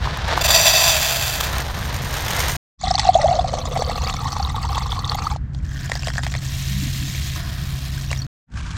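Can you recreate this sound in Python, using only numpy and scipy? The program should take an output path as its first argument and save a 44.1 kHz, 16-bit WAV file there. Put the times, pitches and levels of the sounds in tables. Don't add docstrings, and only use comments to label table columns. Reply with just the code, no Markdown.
import sys
import numpy as np
from scipy import signal
from scipy.io import wavfile
from scipy.ndimage import uniform_filter1d

SR = 44100
rng = np.random.default_rng(int(sys.argv[2]) if len(sys.argv) > 2 else 0)


def wrap_up_sound(samples):
    columns = np.atleast_2d(samples).T
    tamed = np.clip(columns, -1, 1)
    steps = np.round(tamed * 32767).astype(np.int16)
    wavfile.write(sys.argv[1], SR, steps)


N = 387153
T = np.arange(N) / SR

# start in seconds, fade-in length in seconds, end in seconds.
PASSAGES = [(-.01, .01, 2.567), (2.775, .075, 8.267), (8.465, .08, 8.8)]

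# frequency in Hz, relative level in dB.
RUMBLE_SPECTRUM = [(15, -17.5), (30, -12), (48, -7.5), (65, 0), (80, -5), (115, -9), (160, -12.5),
                   (210, -21), (300, -27.5), (400, -41), (800, -62.5)]
# time in seconds, level in dB.
RUMBLE_LEVEL = [(0, -24.5), (.75, -28), (1.15, -31), (1.45, -26), (2.5, -25), (3.5, -24.5), (4.3, -25.5),
                (5.2, -26), (8.2, -27.5)]
# time in seconds, level in dB.
HUM_LEVEL = [(0, -38), (2.5, -38), (6.2, -32), (6.8, -26.5), (7.5, -30.5), (8.25, -29), (8.5, -45)]
# frequency in Hz, relative level in dB.
AIR_SPECTRUM = [(200, -6), (450, -1), (650, 2), (900, -1), (1700, 2), (2400, -11), (4000, -17), (7000, -24),
                (10000, -36), (16000, -48)]

# start in seconds, length in seconds, peak gain in dB.
HAND_STROKES = [(8.46, 0.93, -37.5), (8.55, 0.074, -45)]
# frequency in Hz, relative level in dB.
WET_RICE_SPECTRUM = [(400, -19), (650, -6), (1000, -2.5), (1350, -2), (1800, -1), (2500, -2), (4500, -5.5),
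                     (7000, -7.5), (9000, -17), (14000, -45)]

# time in seconds, gain of rice sliding on the film in dB, gain of the crinkling in dB.
BAG_LEVELS = [(0, -30.5, -62), (.26, -30, -72), (.3, -24.5, -73), (.39, -24, -43.5), (1.55, -29, -45),
              (1.67, -30.5, -49), (2.02, -31.5, -45.5), (2.31, -25, -37.5), (2.58, -30, -38)]
# frequency in Hz, relative level in dB.
SLIDE_SPECTRUM = [(200, -24), (330, -1.5), (600, 3.5), (950, 4), (1350, 1.5), (1700, 3.5), (2400, -4.5),
                  (3800, -2.5), (6000, -12), (10000, -30.5), (16000, -41.5)]
# frequency in Hz, relative level in dB.
CRINKLE_SPECTRUM = [(500, -14.5), (2000, 3.5), (4000, -4.5), (6500, 1), (7500, -4), (8050, -13.5),
                    (8550, 0.5), (9500, -10.5), (11300, -10.5), (12300, -5), (15500, -11.5)]
# time in seconds, peak of the thud in dB, peak of the crack in dB.
BAG_SNAPS = [(.057, -16, -36), (.073, -11, -38), (0.173, -18.5, -22.5), (.283, -27, -20), (.376, -5, -30),
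             (0.503, -10.5, -16), (1.408, -12.5, -31), (1.583, -42, -13.5), (1.621, -33, -18),
             (2.141, -33, -12), (2.306, -19.5, -11.5), (2.364, -32, -15.5), (2.394, -30.5, -12)]

# time in seconds, flow in relative dB.
RICE_FLOW = [(.506, -20.5), (.66, -19.5), (.75, -19), (.9, -19), (.95, -21.5), (1.33, -24), (1.37, -28.5),
             (1.52, -40)]
# start in seconds, length in seconds, peak flow in dB.
RICE_CLUMPS = [(.407, 0.021, -22), (.433, 0.045, -20), (.474, 0.034, -24), (.5035, 0.0071, -16.5),
               (1.402, .016, -18.5), (1.424, 0.044, -29)]
# time in seconds, share of the grains that hit it from 0 to 1.
BARE_SHARE = [(.4, 0.1), (.6, 0.23), (.85, 0.17), (.97, 0.03), (1.1, 0.02), (1.5, 0)]
# frequency in Hz, width in Hz, gain in dB.
POT_MODES = [(638, 50, -1.5), (760, 80, -19), (1004, 36, -6), (1934, 67, -9), (2628, 53, 1), (3517, 35, 4),
             (3810, 45, -4), (4520, 52, 2), (4800, 69, 1.5), (5760, 55, -4.5), (5890, 50, 1.5),
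             (6380, 52, -13.5), (7080, 98, -4), (7540, 57, -2), (8800, 47, -22.5), (12400, 250, -14),
             (14800, 220, -18.5)]
# frequency in Hz, relative level in dB.
HEAP_SPECTRUM = [(380, -18), (520, -7.5), (640, 6), (1100, -4.5), (1700, 3), (2100, -4), (2600, 4.5),
                 (2900, -3), (3300, 6), (3800, -0.5), (4700, 1), (5400, -5), (7400, -1.5), (8100, -10),
                 (8550, -9.5), (10000, -11), (12400, -7.5), (16000, -8)]

# time in seconds, gain of the gulp in dB, resonance in Hz.
CUP_AIR = [(2.81, -36, 750), (3.12, -33, 745), (3.19, -29, 710), (3.33, -21, 690), (3.42, -31.5, 690),
           (3.85, -36.5, 700), (4.25, -37.5, 795), (5.33, -36.5, 810)]
# start in seconds, length in seconds, peak gain in dB.
DEEP_CHURN = [(3.15, 0.94, -33)]
# frequency in Hz, relative level in dB.
SPRAY_SPECTRUM = [(1400, -4), (1950, 1.5), (2500, -0.5), (2860, -8.5), (3400, 2.5), (4380, 4), (4900, -2),
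                  (6100, -2), (8400, -7.5), (10000, -26), (16000, -46)]
# time in seconds, peak in dB, frequency in Hz.
CUP_BUBBLES = [(2.8347, -12.5, 738), (2.8706, -13.5, 760), (2.9064, -8, 742), (2.912, -9, 5250),
               (2.9465, -13, 763), (2.954, -5.5, 4460), (2.979, -14.5, 3480), (2.99, -14.5, 840),
               (3.0491, -14, 805), (3.0679, -12, 730), (3.0878, 0.5, 735), (3.145, -13.5, 3400),
               (3.1513, -1, 683), (3.1597, -7, 750), (3.1851, -12, 815), (3.193, -16.5, 590),
               (3.2411, -5, 626), (3.2558, -7, 760), (3.2895, -9.5, 707), (3.3096, -9.5, 715),
               (3.3234, -12, 760), (3.3481, -17, 610), (3.3885, -8.5, 713), (3.4424, -13, 732),
               (3.7599, -13.5, 727), (3.8478, -19, 4530), (4.0736, -15.5, 4800), (4.2555, -18.5, 1050),
               (4.449, -15.5, 3840), (4.398, -15.5, 780), (4.543, -18.5, 870), (4.5803, -17.5, 1136),
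               (4.6455, -19.5, 930), (4.8582, -20, 1060), (4.92, -14, 3480), (5.045, -15, 3620),
               (5.0962, -8.5, 4380), (5.1545, -25, 12260), (5.2675, -11.5, 1223)]
# time in seconds, peak in dB, frequency in Hz.
WATER_SLAPS = [(2.981, -13.5, 1060), (2.9955, 0, 4530), (3.3885, -23, 700), (3.5378, -9, 696),
               (3.5838, -16, 725), (3.7718, -10.5, 735), (3.8205, -8, 724), (3.8956, -13, 715),
               (4.0975, -12.5, 2800), (4.3659, -13.5, 950), (4.7788, -10, 960), (5.1873, -16, 1150),
               (5.3605, -19, 783)]

# time in seconds, splashes per second, gain of the trickle in dB.
POUR_FLOW = [(5.52, 75, -61), (5.8, 190, -42.5), (6.0, 106, -38.5), (6.4, 130, -38.5), (6.62, 1700, -35.5),
             (7.33, 1230, -35), (7.43, 550, -44), (7.9, 680, -40.5), (8.15, 220, -40.5), (8.27, 60, -52)]
# frequency in Hz, relative level in dB.
TRICKLE_SPECTRUM = [(500, -24), (1200, -27), (1750, -1.5), (2300, -1), (3300, -0.5), (4700, -0.5),
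                    (7000, -0.5), (8000, -3), (10000, -26), (16000, -48)]
# frequency in Hz, relative level in dB.
FIZZ_SPECTRUM = [(1500, -3.5), (4000, 4), (7000, -24.5), (9000, -3.5), (11200, -11.5), (12800, -5),
                 (15500, -10)]
# frequency in Hz, relative level in dB.
SLOSH_SPECTRUM = [(350, 1.5), (500, -13), (700, 2), (850, -8), (1000, 0.5), (1300, -2), (1700, 1.5),
                  (2300, -10.5), (5000, -4.5)]
# start in seconds, length in seconds, peak gain in dB.
WALL_WETTING = [(5.6, 0.59, -43)]
# start in seconds, length in seconds, peak gain in dB.
GLUG_SWELLS = [(6.68, 0.26, -29.5), (6.92, 0.26, -35.5)]
# time in seconds, peak of the ring in dB, frequency in Hz, cycles taken to swell.
WATER_DROPS_AND_PINGS = [(5.548, -30, 3780, 1), (5.897, -22, 1620, 0.45), (5.9179, -10.5, 1870, 1.5),
                         (5.9533, -16, 4800, 2.7), (5.961, -23.5, 1800, 1.9), (5.993, -23.5, 5400, 6.2),
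                         (6.0327, -20.5, 2680, 2.5), (6.0715, -14, 3320, 0.98), (6.0828, -15.5, 1930, 1.7),
                         (6.102, -19, 1730, 1.4), (6.1574, -25, 1630, 1.8), (6.1806, -12, 1690, 2.5),
                         (6.1902, -19, 1650, 1.7), (6.234, -20, 1620, 0.57), (6.2655, -15, 1830, 1.2),
                         (6.3396, -19.5, 1990, 1.2), (6.351, -16.5, 2020, 1.4), (7.148, -25, 2270, 3.9),
                         (7.977, -28, 1570, 3.6), (8.105, -24, 2820, 6.8), (8.1142, -13.5, 945, 0.88),
                         (8.1292, -14.5, 2120, 1.5), (8.161, -27, 3600, 3.5), (8.189, -25, 5700, 15),
                         (8.2173, -24.5, 4440, 14)]

HUM_HZ = 133.7
TAP_OPEN_S, TAP_SHUT_S, TAP_CLOSING_S = 2.785, 5.375, 0.078
SPRAY_DB, BARE_CUP_DB, CUSHION_S = -36.5, 6, 0.56
BURBLE_DB, BURBLE_GROWTH_DB = -37, 3.5
SPATTER_DB, SPATTER_CLEARS_S = -50, 0.91
DEEP_DB, DEEP_HZ, SHALLOW_RISE_HZ, SINK_S = -47, 473.5, 420, 0.39
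PLINK_DB, PLINKS_PER_S, PLINK_DEPTH_S = -37, 20, 1.8
RING_CYCLES, SLAP_CYCLES = 3.8, 1.14
FIZZ_DB, FIZZ_DB_PER_DECADE = -40, 11.5
SLOSH_DB, POOL_S, POOL_DB, CALM_S = -45, 7.36, -39, 0.19
BAND_EDGE_HZ = 15950


def amp(db):
    return 10 ** (np.asarray(db) / 20)


def unit(x):
    return x / np.sqrt(np.mean(x ** 2) + 1e-20)


def follow(rows, column):
    rows = np.array(rows)
    return np.interp(T, rows[:, 0], rows[:, column])


def level(rows, column):
    inside = (T >= rows[0][0]) & (T <= rows[-1][0])
    return amp(follow(rows, column)) * uniform_filter1d(inside * 1., size=300)


def arches(rows):
    return sum(amp(db) * np.sin(np.pi * np.clip((T - start) / length, 0, 1)) for start, length, db in rows)


def steady(x):
    power = uniform_filter1d(uniform_filter1d(x ** 2, size=3500), size=3500)
    return x / np.sqrt(abs(power) + .02 * np.mean(x ** 2))


def add(mix, s, sound):
    part = mix[max(round(s * SR), 0):][:len(sound)]
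    part += sound[:len(part)]


def colour(x, points, size=4096):
    hz, db = np.transpose(points)
    hz = np.r_[hz[0] / 2, hz, hz[-1] * 2]
    db = np.r_[db[0] - 30, db, db[-1] - 30]
    bins_hz = abs(np.fft.fftfreq(size, 1 / SR))
    gain = amp(np.interp(np.log(bins_hz + 1), np.log(hz), db))
    log_gain = np.log(gain.clip(1e-5))
    response = np.fft.ifft(np.exp(np.conj(signal.hilbert(log_gain)))).real
    return signal.oaconvolve(x, response[:size // 2])[:len(x)]


def resonate(x, hz, width):
    r = np.exp(-np.pi * width / SR)
    if np.ndim(hz) == 0:
        return signal.lfilter([1 - r, 0, r - 1], [1, -2 * r * np.cos(2 * np.pi * hz / SR), r * r], x)
    turn = np.exp(2j * np.pi * np.cumsum(hz) / SR)
    return 2 * (turn * signal.lfilter([1 - r], [1, -r], x / turn + 1e-18)).real


def drift(per_s):
    return np.interp(T * per_s, np.arange(4096), rng.standard_normal(4096))


def impacts(per_s, spread_db):
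    size = amp(spread_db * np.minimum(rng.exponential(1, N), 4)) * rng.choice([-1, 1], N)
    return size * (rng.random(N) < per_s / SR)


def bubble(hz, swell, rise):
    u = np.arange(int(8 * swell * SR) + 8) / (swell * SR)
    envelope = (u * np.exp(1 - u)) ** 2
    return envelope * np.sin(2 * np.pi * np.cumsum(hz * (1 + rise * (u - 1.3))) / SR)


def froth(clicks, low_hz, high_hz, cycles, count=40):
    out, kind = np.zeros(N), rng.integers(0, count, N)
    pitches, stretches = np.geomspace(low_hz, high_hz, count), rng.uniform(.5, 1.5, count)
    shapes = [bubble(hz, cycles * k / hz, .02) for hz, k in zip(pitches, stretches)]
    for i in np.flatnonzero(clicks):
        add(out, i / SR, clicks[i] * shapes[kind[i]])
    return unit(out)


def splashes(per_s, spread_db, decay):
    energy = impacts(per_s, spread_db) ** 2 + 1e-9
    power = signal.lfilter([1], [1, -np.exp(-2 / (decay * SR))], energy)
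    return steady(np.sqrt(abs(uniform_filter1d(power, size=70)))) + 0.51


def droplets(strength, cycles):
    cloud = froth(impacts(2200, 3.5) * strength, 1400, 12000, cycles)
    hiss = strength * rng.standard_normal(N)
    return unit(np.diff(cloud, prepend=0)) + amp(-8) * unit(hiss)


def scatter(x, seconds, size=2200):
    t = np.arange(size) / SR
    tail = rng.standard_normal(size) * np.exp(-t / seconds) * (t > .0006)
    return signal.oaconvolve(x, tail / np.linalg.norm(tail))[:N]


def surroundings():
    rumble = unit(colour(rng.standard_normal(N), RUMBLE_SPECTRUM, size=16384))
    rumble *= amp(follow(RUMBLE_LEVEL, 1))
    hum = np.sqrt(2) * np.sin(2 * np.pi * np.cumsum(HUM_HZ + 1.2 * drift(9)) / SR)
    hum *= amp(follow(HUM_LEVEL, 1) + 0.77 * drift(8.8))
    air = unit(colour(rng.standard_normal(N), AIR_SPECTRUM)) * amp(drift(6.8))
    return rumble + hum + amp(-52.5) * air


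def rinse():
    clumps = splashes(260, 2.5, .004)
    scrape = steady(colour(impacts(5000, 2.3) * clumps, WET_RICE_SPECTRUM))
    squelch = steady(colour(froth(impacts(900, 3.0), 897, 8000, 4.4), WET_RICE_SPECTRUM))
    hollow = steady(resonate(resonate(scrape, 1560, 216), 1560, 300))
    return arches(HAND_STROKES) * (amp(-1) * scrape + amp(-2.0) * squelch + amp(-12) * hollow)


def bag():
    slide = steady(colour(impacts(3500 * amp(2.5 * drift(90)), 2.9), SLIDE_SPECTRUM))
    crinkle = steady(colour(impacts(6000, 1.7) * splashes(170, 3.5, 0.0053), CRINKLE_SPECTRUM))
    free_fall = np.interp(T, [.4, .55, 1.25, 1.46], [0, 1, 1, 0])
    out = amp(-7 * free_fall) * level(BAG_LEVELS, 1) * slide
    out += amp(9.0) * level(BAG_LEVELS, 2) * crinkle
    out *= amp(1.9 * drift(22))
    t = np.arange(900) / SR
    for s, thud_db, crack_db in BAG_SNAPS:
        crack = colour(rng.standard_normal(len(t)) * np.exp(-t / 0.001), CRINKLE_SPECTRUM)
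        add(out, s, amp(crack_db) * crack / abs(crack).max())
        add(out, s, amp(thud_db) * bubble(1020, 0.0011, 0))
    return out


def rice():
    grains = impacts(2400 * amp(2 * drift(70)), 2.6)
    hits = steady(grains) * amp(1.4 * drift(45))
    metal = sum(amp(db) * resonate(hits, hz, width) for hz, width, db in POT_MODES)
    metal = colour(metal, [(430, -16.0), (600, 5.5), (7600, 2.5), (8100, -19), (8500, 0.0), (16000, 0.0)])
    heap = unit(colour(hits, HEAP_SPECTRUM))
    bare = np.clip(follow(BARE_SHARE, 1), 0, 1)
    flow = level(RICE_FLOW, 1) + arches(RICE_CLUMPS)
    return flow * (amp(9.0) * np.sqrt(bare) * unit(metal) + amp(-0.5) * np.sqrt(1 - bare) * heap)


def tap():
    age = np.maximum(T - TAP_OPEN_S, 0)
    running = np.clip(age / 0.012, 0, 1) * np.clip((TAP_SHUT_S - T) / TAP_CLOSING_S, 0, 1)
    fill = np.minimum(age / (TAP_SHUT_S - TAP_OPEN_S), 1)
    lumps = amp(5 * drift(40))
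    strength = splashes(130 * lumps, 5.5, 0.0042)
    knocks = impacts(330, 2) * strength

    cup_hz = follow(CUP_AIR, 2)
    gulp = steady(resonate(resonate(knocks, cup_hz, 130), cup_hz, 200))
    deep_hz = DEEP_HZ + SHALLOW_RISE_HZ * np.exp(-age / SINK_S)
    deep = steady(resonate(resonate(impacts(170, 6.7) * strength, deep_hz, 70), deep_hz, 130))
    notes = steady(froth(impacts(120, 2.5) * strength, 950, 1350, 4))
    burble = steady(notes + amp(5.5) * steady(resonate(resonate(knocks, 1130, 170), 1150, 210)))
    plinks = unit(froth(impacts(PLINKS_PER_S, 2.0), 785, 1300, 4.3))

    beads = froth(impacts(300, 3) * strength, 1900, 7000, 4.5)
    spray = colour(unit(droplets(strength, 1.9)) + unit(np.diff(beads, prepend=0)), SPRAY_SPECTRUM)
    spatter = colour(impacts(5000, 3) * splashes(110, 6.4, .002), FIZZ_SPECTRUM)
    spray_gain = amp(SPRAY_DB + BARE_CUP_DB * np.exp(-(age / CUSHION_S) ** 2))
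    spatter_gain = amp(SPATTER_DB) * np.clip(age / SPATTER_CLEARS_S, 0, 1) ** 4
    splashing = running * (spray_gain * steady(spray) + spatter_gain * steady(spatter))

    out = level(CUP_AIR, 1) * gulp
    out += (arches(DEEP_CHURN) + amp(DEEP_DB) * running) * deep
    out += amp(BURBLE_DB + BURBLE_GROWTH_DB * fill) * running * burble
    out += amp(PLINK_DB) * np.clip(age / PLINK_DEPTH_S, 0, 1) * running * plinks
    gurgle = drift(24)
    out *= amp(2.0 * gurgle)
    splashing *= amp(2.1 * gurgle)

    t = np.arange(900) / SR
    events = (CUP_BUBBLES, RING_CYCLES, amp(-23.0)), (WATER_SLAPS, SLAP_CYCLES, amp(-10.5))
    for rows, cycles, splash_gain in events:
        for s, db, hz in rows:
            splash = colour(rng.standard_normal(len(t)) * t * np.exp(-t / 0.0025), SPRAY_SPECTRUM)
            add(splashing, s, amp(db) * splash_gain * splash / abs(splash).max())
            add(out, s, amp(db) * bubble(hz, cycles / hz, .017))
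    return out + splashing + amp(-7) * scatter(splashing, .008)


def pour():
    landings = np.maximum(follow(POUR_FLOW, 1), 1)
    pouring = np.clip((T - POUR_FLOW[0][0]) / 0.29, 0, 1) ** 2 * (T < POUR_FLOW[-1][0])
    surge = amp(1.4 * drift(25))
    strength = splashes(landings * amp(2.5 * drift(60)), 2.4, .0035) * surge

    beads = np.diff(froth(impacts(landings, 2.6), 1626, 7230, 4.9), prepend=0)
    water = steady(droplets(strength, 0.62)) + amp(-4.0) * steady(beads)
    trickle = steady(colour(water, TRICKLE_SPECTRUM))
    fizz = steady(colour(impacts(4000, 2.0) * strength, FIZZ_SPECTRUM))
    fizz *= amp(FIZZ_DB + FIZZ_DB_PER_DECADE * np.log10(landings / 1000))
    slosh = steady(colour(rng.standard_normal(N) * strength, SLOSH_SPECTRUM))
    hollow = steady(resonate(resonate(rng.standard_normal(N) * strength, 1740, 238), 1490, 307))
    slosh += amp(-10.5) * hollow
    slosh *= amp(SLOSH_DB) + amp(POOL_DB) * (T > POOL_S) * np.exp(-abs(T - POOL_S) / CALM_S)
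    glug = steady(froth(impacts(160, 4.8), 149.5, 323, 4.1))

    out = level(POUR_FLOW, 2) * trickle + pouring * (fizz + slosh)
    out += arches(WALL_WETTING) * (hollow + amp(-21) * trickle)
    out += arches(GLUG_SWELLS) * glug
    # frequency in Hz, relative level in dB
    splat_spectrum = [(450, -6), (700, 5.5), (1800, -10.0), (5000, -9.5), (9000, -18.0), (16000, -54)]
    t = np.arange(900) / SR
    for s, db, hz, cycles in WATER_DROPS_AND_PINGS:
        splat = colour(rng.standard_normal(len(t)) * np.exp(-t / 0.0023), splat_spectrum)
        add(out, s, amp(db) * bubble(hz, cycles / hz, 0.016))
        add(out, s, amp(db - 0.5) / np.sqrt(cycles) * splat / abs(splat).max())
    return out + amp(-10.5) * scatter(out, 0.015)


def scene():
    mono = rice() + bag() + tap() + pour() + rinse() + surroundings()
    top = signal.oaconvolve(mono, signal.firwin(61, 11500, pass_zero=False, fs=SR), "same")
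    left_top = amp(-5.0) * (np.roll(top, -1) + scatter(top, .002) * drift(200))
    right_top = amp(7.5) * top
    side = amp(-44) * scatter(mono, .012)
    return mono - top + np.array([left_top + side, right_top - side])


def record(dry):
    passages = sum(np.clip((T - start) / fade, 0, 1) ** 2 * (T < end) for start, fade, end in PASSAGES)
    clipped = np.clip(dry * uniform_filter1d(passages, size=60), -1, 1)
    low_pass = signal.firwin(401, BAND_EDGE_HZ, window=("kaiser", 9), fs=SR)
    return signal.oaconvolve(clipped, low_pass[None], "same", axes=1)


dry = scene()
out = record(dry)
wrap_up_sound(out)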